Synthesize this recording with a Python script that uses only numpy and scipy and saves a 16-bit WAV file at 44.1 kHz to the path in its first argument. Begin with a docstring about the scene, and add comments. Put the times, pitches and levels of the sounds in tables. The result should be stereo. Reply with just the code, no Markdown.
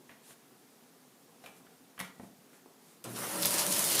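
"""A paper shredder runs: mains hum, a rumble, a whine, grinding gears, and paper that tears and snaps.
Motor tones are sinusoids; grinding and tearing are coloured noise; crackle and snaps are tiny clicks.
Before it switches on, a dog taps and scratches its plastic case (scrapes exciting resonances), its pads
land on carpet (decaying low sines with dull puffs), and a sheet rustles in swells of noise.
A quiet carpeted room adds echoes, hiss and a low murmur; one microphone is close by."""
import sys
import numpy as np
from scipy import signal
from scipy.io import wavfile
from scipy.ndimage import uniform_filter1d

SR = 44100
rng = np.random.default_rng(int(sys.argv[2]) if len(sys.argv) > 2 else 0)


def to_wav(s):
    """Save 16-bit WAV."""
    ch = np.atleast_2d(s).T  # columns
    pcm = np.round(np.clip(ch, -1, 1) * 32767)  # PCM
    wavfile.write(sys.argv[1], SR, pcm.astype(np.int16))


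def invert_db(level):
    """Linear amplitude ratio for a level in decibels (20 dB per decade), elementwise."""
    return 10 ** (np.asarray(level, dtype=float) / 20)


N = 176400


def evened(x):
    """Energy normalisation: scales a signal to rms 1."""
    return x / np.sqrt(np.mean(x ** 2) + 1e-20)


def read(points, hz):
    """Logarithmic frequency scale: interpolates a spectrum or decay curve along log f."""
    f, value = np.transpose(points)
    return np.interp(np.log(hz + 1), np.log(f + 1), value)


def envelopes(points):
    """Slow modulation: joins each column of a time table by straight lines."""
    times, *columns = np.transpose(points)
    return [np.interp(np.arange(N) / SR, times, column) for column in columns]


def add(mix, s, sound):
    """Superposition: adds a sound to the mix from time s on."""
    part = mix[round(s * SR):][:len(sound)]
    part += sound[:len(part)]


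def noise(spectrum, patchy_db, size=1024):
    """Coloured Gaussian noise: random short-time spectra with drifting patches, rms 1."""
    frames, hz = 4 * N // size + 5, np.fft.rfftfreq(size, 1 / SR)
    real, imaginary, patches = rng.standard_normal((frames, len(hz), 3)).T
    patches = uniform_filter1d(patches, size // 80, 0)  # smooth along frequency
    patches = evened(uniform_filter1d(patches, 8192 // size, 1))  # smooth along time
    gain_db = read(spectrum, hz)[:, None] + patchy_db * patches
    spectra = (real + 1j * imaginary) * invert_db(gain_db)
    return evened(signal.istft(spectra, nperseg=size, noverlap=3 * size // 4)[1][:N])


def resonate(x, hz, width):
    """Resonance of gain 1: shifts x down by hz (fixed or a curve), low-passes it and shifts it back."""
    turn = np.exp(2j * np.pi * np.cumsum(hz * np.ones(len(x))) / SR)
    r = np.exp(-np.pi * width / SR)
    return 2 * (turn * signal.lfilter([1 - r], [1, -r], x / turn)).real


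def colour(x, gain_db):
    """Minimum-phase filtering: the Hilbert transform of the log gain makes gain_db(hz) causal."""
    hz = abs(np.fft.fftfreq(2048, 1 / SR))
    log_gain = np.log(invert_db(np.maximum(gain_db(hz), -100)))
    impulse = np.fft.ifft(np.exp(np.conj(signal.hilbert(log_gain)))).real
    return signal.fftconvolve(x, impulse)


def grain(hz, cycles):
    """Damped oscillation: a tiny click of a few cycles, peak about 1."""
    u = np.arange(300) * hz / SR / cycles
    return np.e * 3 * u * np.exp(-3 * u) * np.sin(2 * np.pi * u * cycles)


def house():
    """Stationary background noise: microphone hiss, with a low murmur of the house that swells and sinks."""
    # Room tone: f/Hz, relative density level/dB
    floor_spectrum = [(18, -72), (30, -42), (64, -40), (109, -19), (138, -18.5), (170, -3), (210, -15.5),
                      (239, 8), (303, -17), (328, -10), (364, -5.5), (437, -6.5), (616, -14), (740, -10.5),
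                      (844, -13.5), (913, -14.5), (2680, -21.5), (11100, -22.5), (16000, -24.5)]
    # Murmur below about 600 Hz: t/s, gain/dB
    murmur = [(0, 1.5), (.4, 1), (.8, 0), (1.2, -0.5), (1.55, 4), (1.9, -2), (2.4, 1), (2.7, 1), (3, 0)]
    tone = noise(floor_spectrum, patchy_db=0.96)
    low = signal.filtfilt(*signal.butter(2, 600, fs=SR), tone)
    gain_db, = envelopes(murmur)
    return invert_db(-60.5) * (tone + low * (invert_db(gain_db) - 1))


def rustles():
    """Amplitude modulation: Gaussian swells of fine paper noise from the held sheet."""
    # Swells: middle t/s, half length/s, level/dB
    swells = [(0.261, 0.036, -61.5), (0.312, 0.031, -56.5), (1.47, 0.06, -64), (1.575, 0.028, -64),
              (2.05, 0.05, -58.5), (2.24, 0.048, -65), (2.553, 0.034, -66), (2.895, 0.078, -63.5)]
    # Paper noise: f/Hz, relative density level/dB
    sheet_spectrum = [(590, -20), (1000, -0.5), (2100, -3), (2840, -1.5), (6110, -4), (9380, 1.5),
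                      (16000, -9)]
    t = np.arange(N) / SR
    envelope = sum(invert_db(db) * np.exp(-((t - s) / half) ** 2) for s, half, db in swells)
    return envelope * noise(sheet_spectrum, patchy_db=-1.0, size=256)


def thud(level_db, hz, t60):
    """Damped oscillator: a low push dies exponentially, with a short dull puff of noise."""
    puff_db, puff_band_hz, puff_s = -3, [170, 850], .012
    t = np.arange(8000) / SR
    band = signal.butter(2, puff_band_hz, "band", fs=SR, output="sos")
    puff = evened(signal.sosfilt(band, rng.standard_normal(len(t))))
    puff = invert_db(puff_db) * puff * (0.34 + 0.46 * np.exp(-t / puff_s))
    decay = invert_db(level_db - 60 * t / max(t60, .01))
    rise = np.minimum(t / 0.0016, 1)
    return decay * rise * (np.sin(2 * np.pi * hz * t) + puff)


def thuds():
    """Impacts on a soft surface: pads land on carpet."""
    # Landings: t/s, level of the sine before decay/dB, f/Hz, T60/s
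    landings = [(1.604, -49, 250, 0.054), (1.806, -54, 258, .06), (2.007, -38.5, 189, 0.12),
                (2.196, -37.5, 214, 0.073), (2.232, -45, 192, 0.17), (2.288, -56, 200, 0.045),
                (2.658, -44.5, 376, 0.032)]
    sound = np.zeros(N)
    for s, *row in landings:
        add(sound, s, thud(*row))
    return sound


def tap(level_db, spot_hz, tilt_db, length):
    """Forced resonance: a brief scrape rings the case, with one broad mode at the struck spot."""
    # Scrape colour: f/Hz, relative density level/dB
    claw_spectrum = [(60, -50), (120, -8), (234, -14), (490, -14), (700, 3), (1500, 3), (2300, -5.5),
                     (3300, -4), (6000, -15), (11600, -14), (16000, -25)]
    # Case modes: f/Hz, level/dB, decay setting/s (bandwidth in Hz is 3.8 over this)
    case_modes = [(199, 2.5, 0.05), (655, 9, 0.051), (1210, -2.5, 0.028), (1642, -11, .03),
                  (2320, -5, 0.016), (2810, -32, 0.022)]
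    rise_s, case_db, spot_db, spot_sharpness = .0015, -2.5, -3, 2.4
    t = np.arange(2600) / SR
    envelope = np.minimum(t / rise_s, 1) * np.exp(-t / max(length, .001))
    scrape = rng.standard_normal(len(t)) * envelope
    ring = sum(invert_db(db) * resonate(scrape, hz, 3.8 / decay) for hz, db, decay in case_modes)
    spot_width = spot_hz / spot_sharpness
    spot = resonate(resonate(scrape, spot_hz, spot_width), spot_hz, spot_width)
    contact = colour(scrape, lambda f: read(claw_spectrum, f))[:len(t)]
    body = evened(contact) + invert_db(case_db) * evened(ring)
    tilted = colour(body, lambda f: tilt_db * np.log2((f + 200) / 2000))[:len(t)]
    sound = evened(tilted) + invert_db(spot_db) * evened(spot)
    loudest = np.sqrt(uniform_filter1d(sound ** 2, 200).max())
    return invert_db(level_db - 9) * sound / loudest  # short-time rms lies 9 dB under the nominal peak


def taps():
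    """Impact excitation: knocks on the case, by claws and at the end by the switch."""
    # Knocks: t/s, nominal peak level/dB, f of the struck spot/Hz, brightness/(dB/octave),
    # scrape decay constant/s
    knocks = [(0.092, -41.5, 1870, -3.5, .014), (0.113, -48.5, 1660, 0.5, .01),
              (0.306, -47.5, 1480, -5, 0.006), (1.438, -40.5, 673, -.5, .015), (1.46, -36, 2280, 3, 0.0067),
              (1.473, -43.5, 860, -1.5, 0.0076), (1.665, -51.5, 1390, -4, .009),
              (1.978, -38.5, 1700, -3, 0.0059), (1.991, -31, 10600, 0.5, 0.0087), (2, -25.5, 2030, 3, .005),
              (2.011, -30, 1080, 3.5, 0.002), (2.017, -47, 2400, -5, 0.0035), (2.046, -39, 1320, 3, 0.0082),
              (2.531, -50, 1700, 0, 0.011), (3.04, -32.5, 8400, 8, 0.0072), (3.051, -37.5, 610, -5, 0.0053)]
    sound = np.zeros(N)
    for s, *row in knocks:
        add(sound, s, tap(*row))
    return sound


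def motor():
    """Periodic excitation: hum at twice the mains, housing rumble, and a fuzzy whine with companions."""
    # Motor: t/s, hum level/dB, rumble level/dB
    motor_levels = [(3.04, -62, -55), (3.052, -57, -46), (3.072, -46.5, -48), (3.338, -60, -46.5),
                    (3.384, -56, -46), (3.496, -64, -43), (3.506, -57.5, -40), (3.596, -54, -48.5),
                    (3.622, -68, -45), (3.678, -68, -41.5), (3.71, -58, -41.5), (3.742, -50, -46.5),
                    (3.814, -66.5, -46), (4.0, -58, -41.5)]
    # Hum partials: multiple of the hum frequency, relative level/dB
    hum_partials = [(1, -6.5), (2, -9), (3, -13)]
    # Housing rumble: f/Hz, relative density level/dB
    rumble_spectrum = [(24, -67), (40, -39), (193, -1), (235, -7.5), (326, -4), (440, -7), (563, -8),
                       (676, -15), (900, -17.5), (1170, -20), (1980, -120)]
    # Whine: t/s, f/Hz, level/dB
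    whine_track = [(3.04, 531, -67), (3.251, 537.3, -57.5), (3.332, 553.9, -48), (3.402, 573.3, -45.5),
                   (3.47, 573.6, -47.5), (3.55, 572.4, -46.5), (3.61, 577.8, -45.5), (3.66, 577.5, -47.5),
                   (3.71, 569.8, -44), (3.76, 564.5, -48), (3.82, 555, -58), (4, 554, -61)]
    # Whine and companions: frequency ratio, relative level/dB
    whine_orders = [(1, -0.5), (1.685, -7), (.565, -7), (.325, -6), (2.4, -10.5), (1.065, -8.5)]
    hum_hz, whine_width_hz, whine_fuzz = 119.3, 16, .25
    t = np.arange(N) / SR
    hum_db, rumble_db = envelopes(motor_levels)
    hz, whine_db = envelopes(whine_track)
    hum = evened(sum(invert_db(db) * np.cos(2 * np.pi * k * hum_hz * t) for k, db in hum_partials))
    whine = np.zeros(N)
    for k, db in whine_orders:
        tone = np.sqrt(2) * np.sin(2 * np.pi * k * np.cumsum(hz) / SR)
        fuzz = evened(resonate(rng.standard_normal(N), k * hz, whine_width_hz))
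        whine += invert_db(db) * (tone + whine_fuzz * fuzz)
    rumble = noise(rumble_spectrum, patchy_db=1.5, size=2048)
    return invert_db(hum_db) * hum + invert_db(rumble_db) * rumble + invert_db(whine_db) * whine


def cutters():
    """Shot noise: tearing paper is hiss plus a dense random train of tiny clicks, over grinding gears."""
    # Cutters: t/s, grind level/dB, low tearing level/dB, high tearing level/dB
    cutter_levels = [(3.04, -56, -60, -49), (3.056, -51, -55, -61), (3.1, -54, -57, -52.5),
                     (3.148, -55.5, -55, -51), (3.164, -46, -45, -46.5), (3.21, -46.5, -51.5, -42),
                     (3.242, -41, -47, -41.5), (3.282, -44.5, -46.5, -44), (3.41, -45.5, -46, -38.5),
                     (3.428, -45, -38, -38), (3.44, -47, -43.5, -37), (3.458, -37, -36.5, -36),
                     (3.496, -45.5, -43.5, -36), (3.53, -42, -40, -34.5), (3.575, -41, -39, -38),
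                     (3.592, -39, -35, -32), (3.64, -41.5, -41.5, -39), (3.7, -44, -43, -36),
                     (3.722, -45, -37, -34.5), (3.764, -44, -39.5, -36), (3.8, -39.5, -39.5, -32.5),
                     (3.89, -44.5, -39, -34), (3.918, -41, -35.5, -33), (3.975, -44.5, -36.5, -37.5),
                     (4, -37.5, -33.5, -30)]
    # Gear grind: f/Hz, relative density level/dB
    grind_spectrum = [(350, -30), (600, -1.5), (681, -4.5), (966, -2), (1710, -6.5), (1840, -6),
                      (4000, -17), (5200, -27), (8800, -120)]
    # Tearing: f/Hz, relative density level/dB
    tear_spectrum = [(1290, -20), (2200, -10), (3140, -5.5), (3680, -6.5), (4720, -3.5), (7710, -4),
                     (9640, 2), (12400, -2.5), (15100, -6), (16000, -11)]
    clicks_per_s, crackle_db, spread_db, split_hz = 1200, -5, 2.5, 6840
    bite_s, before_bite_db = 3.41, -7  # the crackle is weaker until the sheet is fully caught
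    t = np.arange(N) / SR
    grind_db, low_db, high_db = envelopes(cutter_levels)
    present = rng.random(N) < clicks_per_s / SR
    pick = rng.integers(0, 16, N)  # pitch class of each click
    size = np.minimum(rng.exponential(1, N), 4)
    clicks = present * invert_db(spread_db * size) * rng.choice([-1, 1], N)
    crackle = np.zeros(N)
    for k, hz in enumerate(np.geomspace(2800, 12500, 16)):
        pitched = signal.oaconvolve(clicks * (pick == k), grain(hz, cycles=2.06))[:N]
        crackle += invert_db(read(tear_spectrum, hz)) * hz * pitched
    hiss = noise(tear_spectrum, patchy_db=2.0, size=256)
    tear = hiss + invert_db(crackle_db + before_bite_db * (t < bite_s)) * evened(crackle)
    low = signal.filtfilt(*signal.butter(2, split_hz, fs=SR), tear)
    grind = noise(grind_spectrum, patchy_db=2.0, size=512)
    return invert_db(grind_db) * grind + invert_db(low_db) * evened(low) + invert_db(high_db) * evened(tear - low)


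def snap(level_db, hz):
    """Impulsive fracture: one sharp click, then a short decaying spray of smaller ones."""
    tail_s, tail_db = 0.0039, -11.5
    t = np.arange(900) / SR
    spray = rng.standard_normal(900) * (rng.random(900) < .15)
    spray *= invert_db(tail_db) * np.exp(-t / tail_s)
    spray[0] = 1
    return invert_db(level_db) * np.convolve(spray, grain(hz, cycles=1.2))


def snaps():
    """Transient sources: loud snaps of paper in the cutters."""
    # Snaps: t/s (add 1.2 ms for the start of the click), approximate click peak level/dB, f/Hz
    snap_events = [(3.1597, -34, 4570), (3.187, -23.5, 10200), (3.4204, -24, 9800), (3.4244, -12, 11400),
                   (3.4306, -16.5, 4580), (3.4491, -17, 4053), (3.455, -4.5, 11900), (3.46, -19, 12800),
                   (3.4647, -15, 12100), (3.4656, -17, 10400), (3.5066, -11.5, 10900), (3.5404, -13, 10100),
                   (3.5827, -14, 6600), (3.593, -15.5, 6640), (3.6646, -13, 9600), (3.71, -16, 9740),
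                   (3.718, -23, 9500), (3.7234, -12, 9600), (3.7668, -18, 8590), (3.7923, -10.5, 9270),
                   (3.8406, -9.5, 9080), (3.8474, -12, 12100), (3.8996, -14, 10900), (3.9494, -12, 11700),
                   (3.9534, -11.5, 8830), (3.9578, -15, 8990), (3.978, -16, 9390), (3.9901, -17, 9450),
                   (3.9934, -8.5, 10000)]
    sound = np.zeros(N)
    for s, *row in snap_events:
        add(sound, s + .0012, snap(*row))
    return sound


def room(x):
    """Reverberation: sparse echoes of random sign, each band dying at its own speed."""
    # Reverberation time: f/Hz, T60/s
    reverberation = [(150, 0.44), (1000, 0.39), (4000, 0.34), (12000, 0.16)]
    echoes = np.zeros(SR // 2)
    at = np.arange(200, len(echoes) - 20, 20)
    echoes[at + rng.integers(0, 20, len(at))] = rng.choice([-1., 1.], len(at))
    hz, t, z = signal.stft(echoes, SR, nperseg=256)
    decay = invert_db(-60 * t / read(reverberation, hz)[:, None])
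    tail = signal.istft(z * decay, SR, nperseg=256)[1]
    return signal.fftconvolve(x, tail / np.linalg.norm(tail))[:N]


def scene():
    """Superposition: hits with their echoes, rustles, the running shredder and the house, alike in two channels."""
    on_s, fade_s, room_db = 3.039, 0.011, -5
    hits = taps() + thuds() + snaps()
    running = np.clip((np.arange(N) / SR - on_s) / fade_s, 0, 1)
    shredder = running * (motor() + cutters())
    mono = hits + invert_db(room_db) * room(hits) + rustles() + shredder + house()
    return np.array([mono, mono])


def roll_off(x):
    """The treble ends steeply here."""
    return signal.sosfilt(signal.butter(12, 16170, fs=SR, output="sos"), x)


def record(dry):
    """Band limitation: the small microphone drops deep bass and top treble."""
    low_hz, top_hz = 75, 15430
    x = signal.sosfilt(signal.butter(2, low_hz, "high", fs=SR, output="sos"), dry)
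    x = signal.sosfiltfilt(signal.butter(16, top_hz, fs=SR, output="sos"), x)
    return roll_off(x)


dry = scene()
out = record(dry)
to_wav(out)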